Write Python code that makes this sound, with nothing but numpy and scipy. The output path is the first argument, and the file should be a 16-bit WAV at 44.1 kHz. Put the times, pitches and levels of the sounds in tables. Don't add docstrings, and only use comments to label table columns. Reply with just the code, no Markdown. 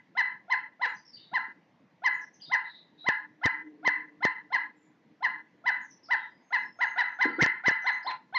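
import sys
import numpy as np
from scipy import signal
from scipy.io import wavfile
from scipy.ndimage import uniform_filter1d, minimum_filter1d

SR = 44100
rng = np.random.default_rng(int(sys.argv[2]) if len(sys.argv) > 2 else 0)


def boost_factor(decibels):
    exponent = np.asarray(decibels, float) / 20
    return 10 ** exponent


def transcribe(signal):
    frames = np.atleast_2d(signal).T
    limited = np.clip(frames, -1, 1)
    pcm = np.round(limited * 32767).astype(np.int16)
    wavfile.write(sys.argv[1], SR, pcm)


N = 369558
LEAD_S = 0.3


def evened(x):
    return x / np.sqrt(np.mean(x ** 2) + 1e-20)


def read(points, hz):
    f, value = np.transpose(points)
    return np.interp(np.log(hz + 1), np.log(f + 1), value)


def add(mix, s, sound):
    part = mix[round(s * SR):][:len(sound)]
    part += sound[:len(part)]


def resonate(x, hz, width):
    turn = np.exp(2j * np.pi * np.cumsum(hz * np.ones(len(x))) / SR)
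    r = np.exp(-np.pi * width / SR)
    return 2 * (turn * signal.lfilter([1 - r], [1, -r], x / turn)).real


def fuzzy(noise, hz, width):
    return evened(resonate(resonate(noise, hz, width), hz, width))


# time from the jump in seconds, share of the top pitch,
# fundamental level in dB, overtone level in dB.
HONK_SHAPE = [(-.024, .66, -22, -23), (-.009, .73, -16, -18), (-.003, .84, -3, -8), (.003, 1.02, 0, 0),
              (.011, 1.03, 0, 0), (.021, .975, -1, 0), (.033, .9, -3, -5), (.043, .8, -7, -8),
              (.048, .74, -28, -30)]
# multiple of the fundamental, level in dB against the second harmonic.
WEAK_OVERTONES = [(3, -24.5), (5, -36), (6, -47)]
FUNDAMENTAL_DB = -32.5
SWELL_FROM_S, SWELL_TO_S = 0.0063, 0.021
DIP_HZ, DIP_WIDTH_HZ, DIP_DB = 957.4, 8.9, -14


def honk(second_db, top_hz, fourth_db, swell_db, haste):
    shape_s, *curves = np.transpose(HONK_SHAPE)
    t = np.arange(shape_s[0], shape_s[-1], 1 / SR)
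    share, first_db, over_db = (np.interp(t, shape_s, curve) for curve in curves)
    lead = haste * np.clip(-t / 0.0085, 0, 1)
    share, first_db, over_db = share + 0.04 * lead, first_db + 7 * lead, over_db + 8 * lead
    hz = top_hz * uniform_filter1d(share, 80)
    dip = np.exp(-((hz - DIP_HZ) / DIP_WIDTH_HZ) ** 2) * (t > SWELL_FROM_S)
    swelling_db = -swell_db * np.clip((SWELL_TO_S - t) / (SWELL_TO_S - SWELL_FROM_S), 0, 1)

    chance = rng.standard_normal((4, SR // 8))
    slow = evened(uniform_filter1d(uniform_filter1d(chance[:3], 60), 60))
    wobble, flutter, shimmer = slow[:, :len(t)]
    unsteady = 0.0058 + 0.015 * haste + 0.024 * np.clip((t - SWELL_TO_S) / 0.0037, 0, 1)
    turn = 2 * np.pi * np.cumsum(hz * (1 + unsteady * wobble)) / SR

    fundamental = boost_factor(first_db + FUNDAMENTAL_DB + 1.2 * flutter + 2.6 * dip) * np.sin(turn + 1.3)
    second = boost_factor(swelling_db + DIP_DB * dip) * np.sin(2 * turn)
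    upper = sum(boost_factor(db) * np.sin(k * turn) for k, db in WEAK_OVERTONES)
    upper = upper * boost_factor(4.2 * shimmer + 0.63 * swelling_db)
    haze = boost_factor(-32 + 0.85 * swelling_db) * fuzzy(chance[3], 2600, 3200)[:len(t)]
    fourth_db = fourth_db - 650 * abs(t - 0.011) + 1.5 * first_db * (t < 0) + 0.61 * shimmer
    fourth = boost_factor(fourth_db) * np.sin(4 * turn)
    voice = fundamental + boost_factor(second_db + over_db) * (second + upper + haze) + fourth
    return np.sqrt(2) * voice * np.clip((t - t[0]) / 0.0024, 0, 1)


# time of the jump in seconds, second harmonic in dB, top pitch in Hz,
# fourth harmonic in dB, swell after the jump in dB.
HONKS = [(-.235, -20.5, 999, -43, 4), (0.1747, -19, 1000, -41, 9), (0.5042, -19, 1016, -44, 18),
         (0.8184, -21.5, 1000, -43, 12.5), (1.3387, -21, 1003, -45.5, 17), (2.043, -17.5, 1017, -45, 17.5),
         (2.5194, -18, 1009, -45.5, 13.5), (3.0661, -17.5, 1006, -45.5, 15.5),
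         (3.4379, -18.5, 998.7, -49.5, 8), (3.8526, -17.5, 1020, -44.5, 14),
         (4.2292, -18.5, 1010, -43.5, 10.5), (4.527, -19.5, 1019, -44, 16),
         (5.2294, -19.5, 1010, -46.5, 20), (5.6635, -19.5, 988, -44.5, 8.5), (6.11, -19.5, 982.8, -44.5, 6),
         (6.529, -20, 997.6, -43.5, 8), (6.812, -21, 986, -45.5, 4.5), (6.983, -20.5, 970, -39.5, 5),
         (7.2113, -19.5, 999, -40.5, 3.5), (7.4121, -15.5, 1003, -42, 2), (7.6606, -15.5, 1001, -38.5, 7),
         (7.866, -21, 992.3, -38, 6.5), (8.070, -34.5, 995.5, -36, 8), (8.3489, -22.5, 1038, -33, 11)]


def woodpecker():
    places = np.zeros((4, N + round(LEAD_S * SR)))
    gaps = np.diff([row[0] for row in HONKS], prepend=-1)
    haste = np.clip((0.32 - gaps) / 0.0789, 0, 1)
    for k, (s, *voice) in enumerate(HONKS):
        add(places[k % len(places)], s + HONK_SHAPE[0][0] + LEAD_S, honk(*voice, haste[k]))
    return places


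# pitch in Hz, width in Hz, level in dB.
NOOK = [(885, 36, 4.5), (1025, 8.3, 1.5), (1348, 100, 16), (1676, 37, 2), (1900, 4.3, -6.5),
        (1985, 20, 0.5), (2022, 22, 7), (2540, 600, -3.5), (4095, 260, 5.5)]
# frequency in Hz, time to fade by 60 dB in seconds.
WOOD_FADE = [(600, 0.28), (1000, 0.49), (2000, 0.47), (4000, 0.33), (7000, 0.23)]
# delay in seconds, level in dB.
TRUNKS = [
    (.011, -14.5),
    (.031, -11),
    (.07, -12.5),
]


def woods(x, modes, near_end_s=0.31, far_db=-13, far_t60=1.6):
    taps = rng.standard_normal((2, SR)) * (rng.random((2, SR)) < 0.1)
    hz, t, z = signal.stft(taps, SR, nperseg=128)
    near = boost_factor(-60 * t / read(WOOD_FADE, hz)[:, None])
    near = near / (1 + np.exp((t - near_end_s) / 0.047))
    far = boost_factor(far_db - 60 * t / far_t60 - 13.4 * np.log2(1 + hz / 2500)[:, None])
    tail = signal.istft(z * (near + far) * np.clip(t / 0.018, 0, 1), SR, nperseg=128)[1]
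    mid, side = tail / np.linalg.norm(tail[0])
    for delay, db in TRUNKS:
        add(mid, delay * rng.uniform(0.9, 0.99), boost_factor([db]))
    mid = mid + sum(boost_factor(db) * resonate(mid, hz, width) for hz, width, db in modes)
    side = boost_factor(-14) * resonate(side, 750, 400) + boost_factor(-31) * side
    left_right = np.array([mid + side, mid - side])
    return signal.fftconvolve(x[None], left_right, axes=1)[:, :len(x)]


def gated(echo):
    gate_db, knee_db, drop_db = -46, 1.5, -8.5
    power = uniform_filter1d((echo ** 2).mean(0), 1100)
    level_db = 10 * np.log10(abs(power) + 1e-12)
    shut = 1 / (0.5 + np.exp(np.clip((level_db - gate_db) / knee_db, -30, 30)))
    return echo * boost_factor(drop_db * uniform_filter1d(shut, 200))


# frequency in Hz, level in dB per Hz.
LEAF_COLOUR = [(35, -57.5), (60, -24.5), (100, -18.5), (172, -8), (300, -9), (380, -20), (450, -16),
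               (750, -20), (1000, -18.5), (1300, -28), (2000, -22.5), (2500, -29.5), (5000, -40),
               (7500, -38)]


def leaves():
    frames, hz = N // 256 + 5, np.fft.rfftfreq(1024, 1 / SR)
    a, b, c, d, patches = rng.standard_normal((frames, 513, 5)).T
    patches = evened(uniform_filter1d(uniform_filter1d(patches, 8, 0), 10, 1))
    lumps_db = (1.8 + 1.5 / (1 + (hz / 300) ** 2))[:, None] * patches
    apart_db = read([(100, -27.5), (600, -17.5), (1500, -20.5), (6000, -14.0)], hz)
    same, apart = a + 1j * b, boost_factor(apart_db)[:, None] * (c + 1j * d)
    z = np.array([same + apart, same - apart]) * boost_factor(read(LEAF_COLOUR, hz)[:, None] + lumps_db)
    return boost_factor(-65) * evened(signal.istft(z, nperseg=1024, noverlap=768)[1][:, :N])


# start in seconds, length in seconds, level in dB.
RASPS = [
    (12, 0.021, -47),
    (8.095, 0.035, -39.5),
    (.845, 0.026, -34.5),
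]


def rasps(place):
    for s, length, db in RASPS:
        noise = rng.standard_normal(SR // 8)
        air = resonate(resonate(noise, 2000, 1500), 2000, 1500)[:round(length * SR)]
        add(place, s + LEAD_S, boost_factor(db) * evened(air) * np.hanning(len(air)))


# start in seconds, level in dB, pitch in Hz, time to fade by 60 dB in seconds.
KNOCKS = [(7.252, -29.5, 305, 0.24), (7.296, -43, 296, 0.56), (7.382, -33, 325, 0.28),
          (7.53, -59, 273, 0.32), (.86, -48.5, 494, 0.17), (1.317, -50, 186.7, 0.13),
          (1.478, -58.5, 255, 0.24), (2.478, -52, 182, 0.22), (5.06, -59.5, 183, 0.24),
          (6.649, -54, 284, 0.24), (8.074, -56, 300, 0.17)]


def knocks():
    out, t = np.zeros(N), np.arange(SR // 5) / SR
    for s, db, hz, t60 in KNOCKS:
        shudder = boost_factor(-60 * t / t60) * fuzzy(rng.standard_normal(len(t)), hz, 130)
        tones = np.sin(2 * np.pi * hz * t) + 0.5 * np.sin(2 * np.pi * 1.6 * hz * t)
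        blow = boost_factor(3.0 - 200 * t / t60) * tones
        add(out, s, boost_factor(db) * (shudder + blow) * np.clip(t / 0.0049, 0, 1))
    return out


# start in seconds, length in seconds,
# held pitch in Hz, end pitch in Hz, level in dB.
FALLING = [(0.874, 0.039, 7000, 6800, -64), (0.964, 0.014, 4940, 4850, -59),
           (1.124, 0.046, 4664, 3460, -53), (1.164, 0.02, 3040, 2380, -62.5),
           (2.124, 0.048, 6830, 6200, -62.5), (2.33, 0.027, 6200, 4850, -56.5),
           (2.397, 0.027, 3160, 3050, -60), (2.408, 0.027, 4840, 3570, -49.5),
           (6.159, 0.031, 3220, 3010, -60.5), (7.818, 0.032, 6050, 5550, -58.5),
           (8.025, 0.018, 5000, 3900, -50)]
ARCHED = [
    (0.936, 0.041, 6060, 5900, -60.5),
    (1.043, 0.053, 5510, 4400, -58.5),
    (2.208, 0.019, 6120, 4800, -57),
    (5.806, 0.055, 6730, 5650, -60.5),
    (5.896, 0.029, 6040, 4360, -56),
    (6.029, 0.039, 5390, 4100, -55),
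    (7.914, .04, 6330, 6120, -62.5),
]


def songbird():
    out = np.zeros(N)
    notes = [(0.85, *row) for row in ARCHED] + [(1.02, *row) for row in FALLING]
    for start, s, length, held_hz, end_hz, db in notes:
        u = np.arange(0, 1, 1 / (length * SR))
        path_hz = [start * held_hz, held_hz, held_hz, end_hz]
        hz = uniform_filter1d(np.interp(u, [0, 0.25, 0.6, 1], path_hz), 150)
        pure = np.sin(2 * np.pi * np.cumsum(hz) / SR)
        scattered = fuzzy(rng.standard_normal(len(u)), hz, 310)
        add(out, s, boost_factor(db) * (0.75 * pure + 0.72 * scattered) * signal.windows.tukey(len(u), 0.7))
    return out


def narrow_tones(rows, width_hz):
    out = np.zeros(N)
    for s, length, start_hz, end_hz, db in rows:
        hz = np.linspace(start_hz, end_hz, round(length * SR))
        tone = fuzzy(rng.standard_normal(len(hz)), hz, width_hz)
        add(out, s, boost_factor(db) * tone * signal.windows.tukey(len(hz), 0.4))
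    return out


# start in seconds, length in seconds, start pitch in Hz, end pitch in Hz, level in dB.
BUZZES = [
    (1.162, 0.12, 3560, 3900, -64.5),
    (1.193, 0.037, 4360, 4550, -64.5),
    (2.45, 0.057, 3700, 3740, -57.5),
    (2.628, 0.18, 3910, 3800, -59),
    (2.972, 0.095, 3820, 3880, -58.5),
    (4.753, 0.13, 7360, 7000, -72.5),
    (6.16, 0.071, 3880, 3670, -65),
]


def buzzes():
    return narrow_tones(BUZZES, 280)


# time in seconds, level in dB.
DRONE = [
    (2.9, -70.5),
    (3.5, -72.5),
    (3.62, -53),
    (3.85, -53),
    (4.121, -58),
    (4.299, -65),
    (4.75, -67.5),
    (5.2, -68),
    (6.201, -79),
]


def drone():
    s, db = np.transpose(DRONE)
    level_db = np.interp(np.arange(N) / SR, s, db, -90, -90)
    air = rng.standard_normal(N)
    return boost_factor(level_db) * (fuzzy(air, 305, 16) + boost_factor(-12) * fuzzy(air, 440, 56))


# start in seconds, length in seconds, start pitch in Hz, end pitch in Hz, level in dB.
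WHISTLES = [
    (6.29, 0.13, 4940, 4950, -82),
    (6.409, 0.23, 6420, 6420, -74.5),
    (6.609, 0.14, 5250, 5310, -70),
    (6.757, 0.18, 6450, 6400, -66.5),
    (7.053, 0.18, 6150, 6340, -77.5),
    (7.27, 0.11, 4580, 4580, -69.5),
]


def whistles():
    return narrow_tones(WHISTLES, 130)


def scene():
    lead = round(LEAD_S * SR)
    places = woodpecker()
    rasps(places[0])
    song = songbird() + buzzes() + whistles()
    honk_echo = gated(sum(woods(boost_factor(-14.5) * place, NOOK) for place in places))[:, lead:]
    song_echo = woods(boost_factor(2) * song, [], near_end_s=0.18)
    direct = places.sum(0)[lead:] + boost_factor(-0.5) * song
    lean = boost_factor([[0.25], [-0.25]])
    return (direct + song_echo + honk_echo + knocks() + drone()) * lean + leaves()


# start in seconds, length in seconds, sign of the peaks that wrap round.
OVERFLOWS = [(3.0885, .0005, 1), (3.4578, .0051, 1), (3.8775, .0005, -1), (3.8782, .0005, 1),
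             (4.252, .0005, -1), (4.2526, .0016, 1), (7.4238, .003, 1), (7.4283, .0049, 1),
             (7.4625, .0005, 1), (7.683, .001, -1), (7.7118, .0005, 1)]


def overloaded(dry):
    clip = 0.136
    x = np.clip(dry, -clip, clip)
    peak = -minimum_filter1d(-abs(x), 30)
    for s, length, sign in OVERFLOWS:
        at = slice(round(s * SR), round((s + length) * SR))
        rail = np.minimum(3.4 * abs(x[:, at]), peak[:, at])
        x[:, at] = 0.022 * x[:, at] - 1.27 * sign * rail
    return x


def mirrored(x):
    clock = np.cos(2 * np.pi * 16000 * np.arange(N) / SR)
    jitter = 1 + 1.5 * evened(uniform_filter1d(rng.standard_normal(N), 60))
    image = 2.9 * np.gradient(x, axis=1) * clock * jitter
    image = image + boost_factor(-44.5) * rng.standard_normal(N)
    band = signal.firwin(255, [7600, 15100], pass_zero=False, fs=SR)
    return boost_factor(-54) * signal.oaconvolve(image, band[None], "same")


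def band_limit(x):
    return signal.sosfilt(signal.butter(12, 15200, fs=SR, output="sos"), x)


def record(dry):
    x = overloaded(dry)
    low_cut = signal.butter(2, 95, "high", fs=SR, output="sos")
    x = signal.sosfilt(low_cut, x)[:, ::-1]
    x = signal.sosfilt(low_cut, x)[:, ::-1]
    high_cut = signal.firwin(41, 6500, window=("kaiser", 8), fs=SR)
    x = signal.oaconvolve(x, high_cut[None], "same")
    return band_limit(x + mirrored(x))


dry = scene()
out = record(dry)
transcribe(out)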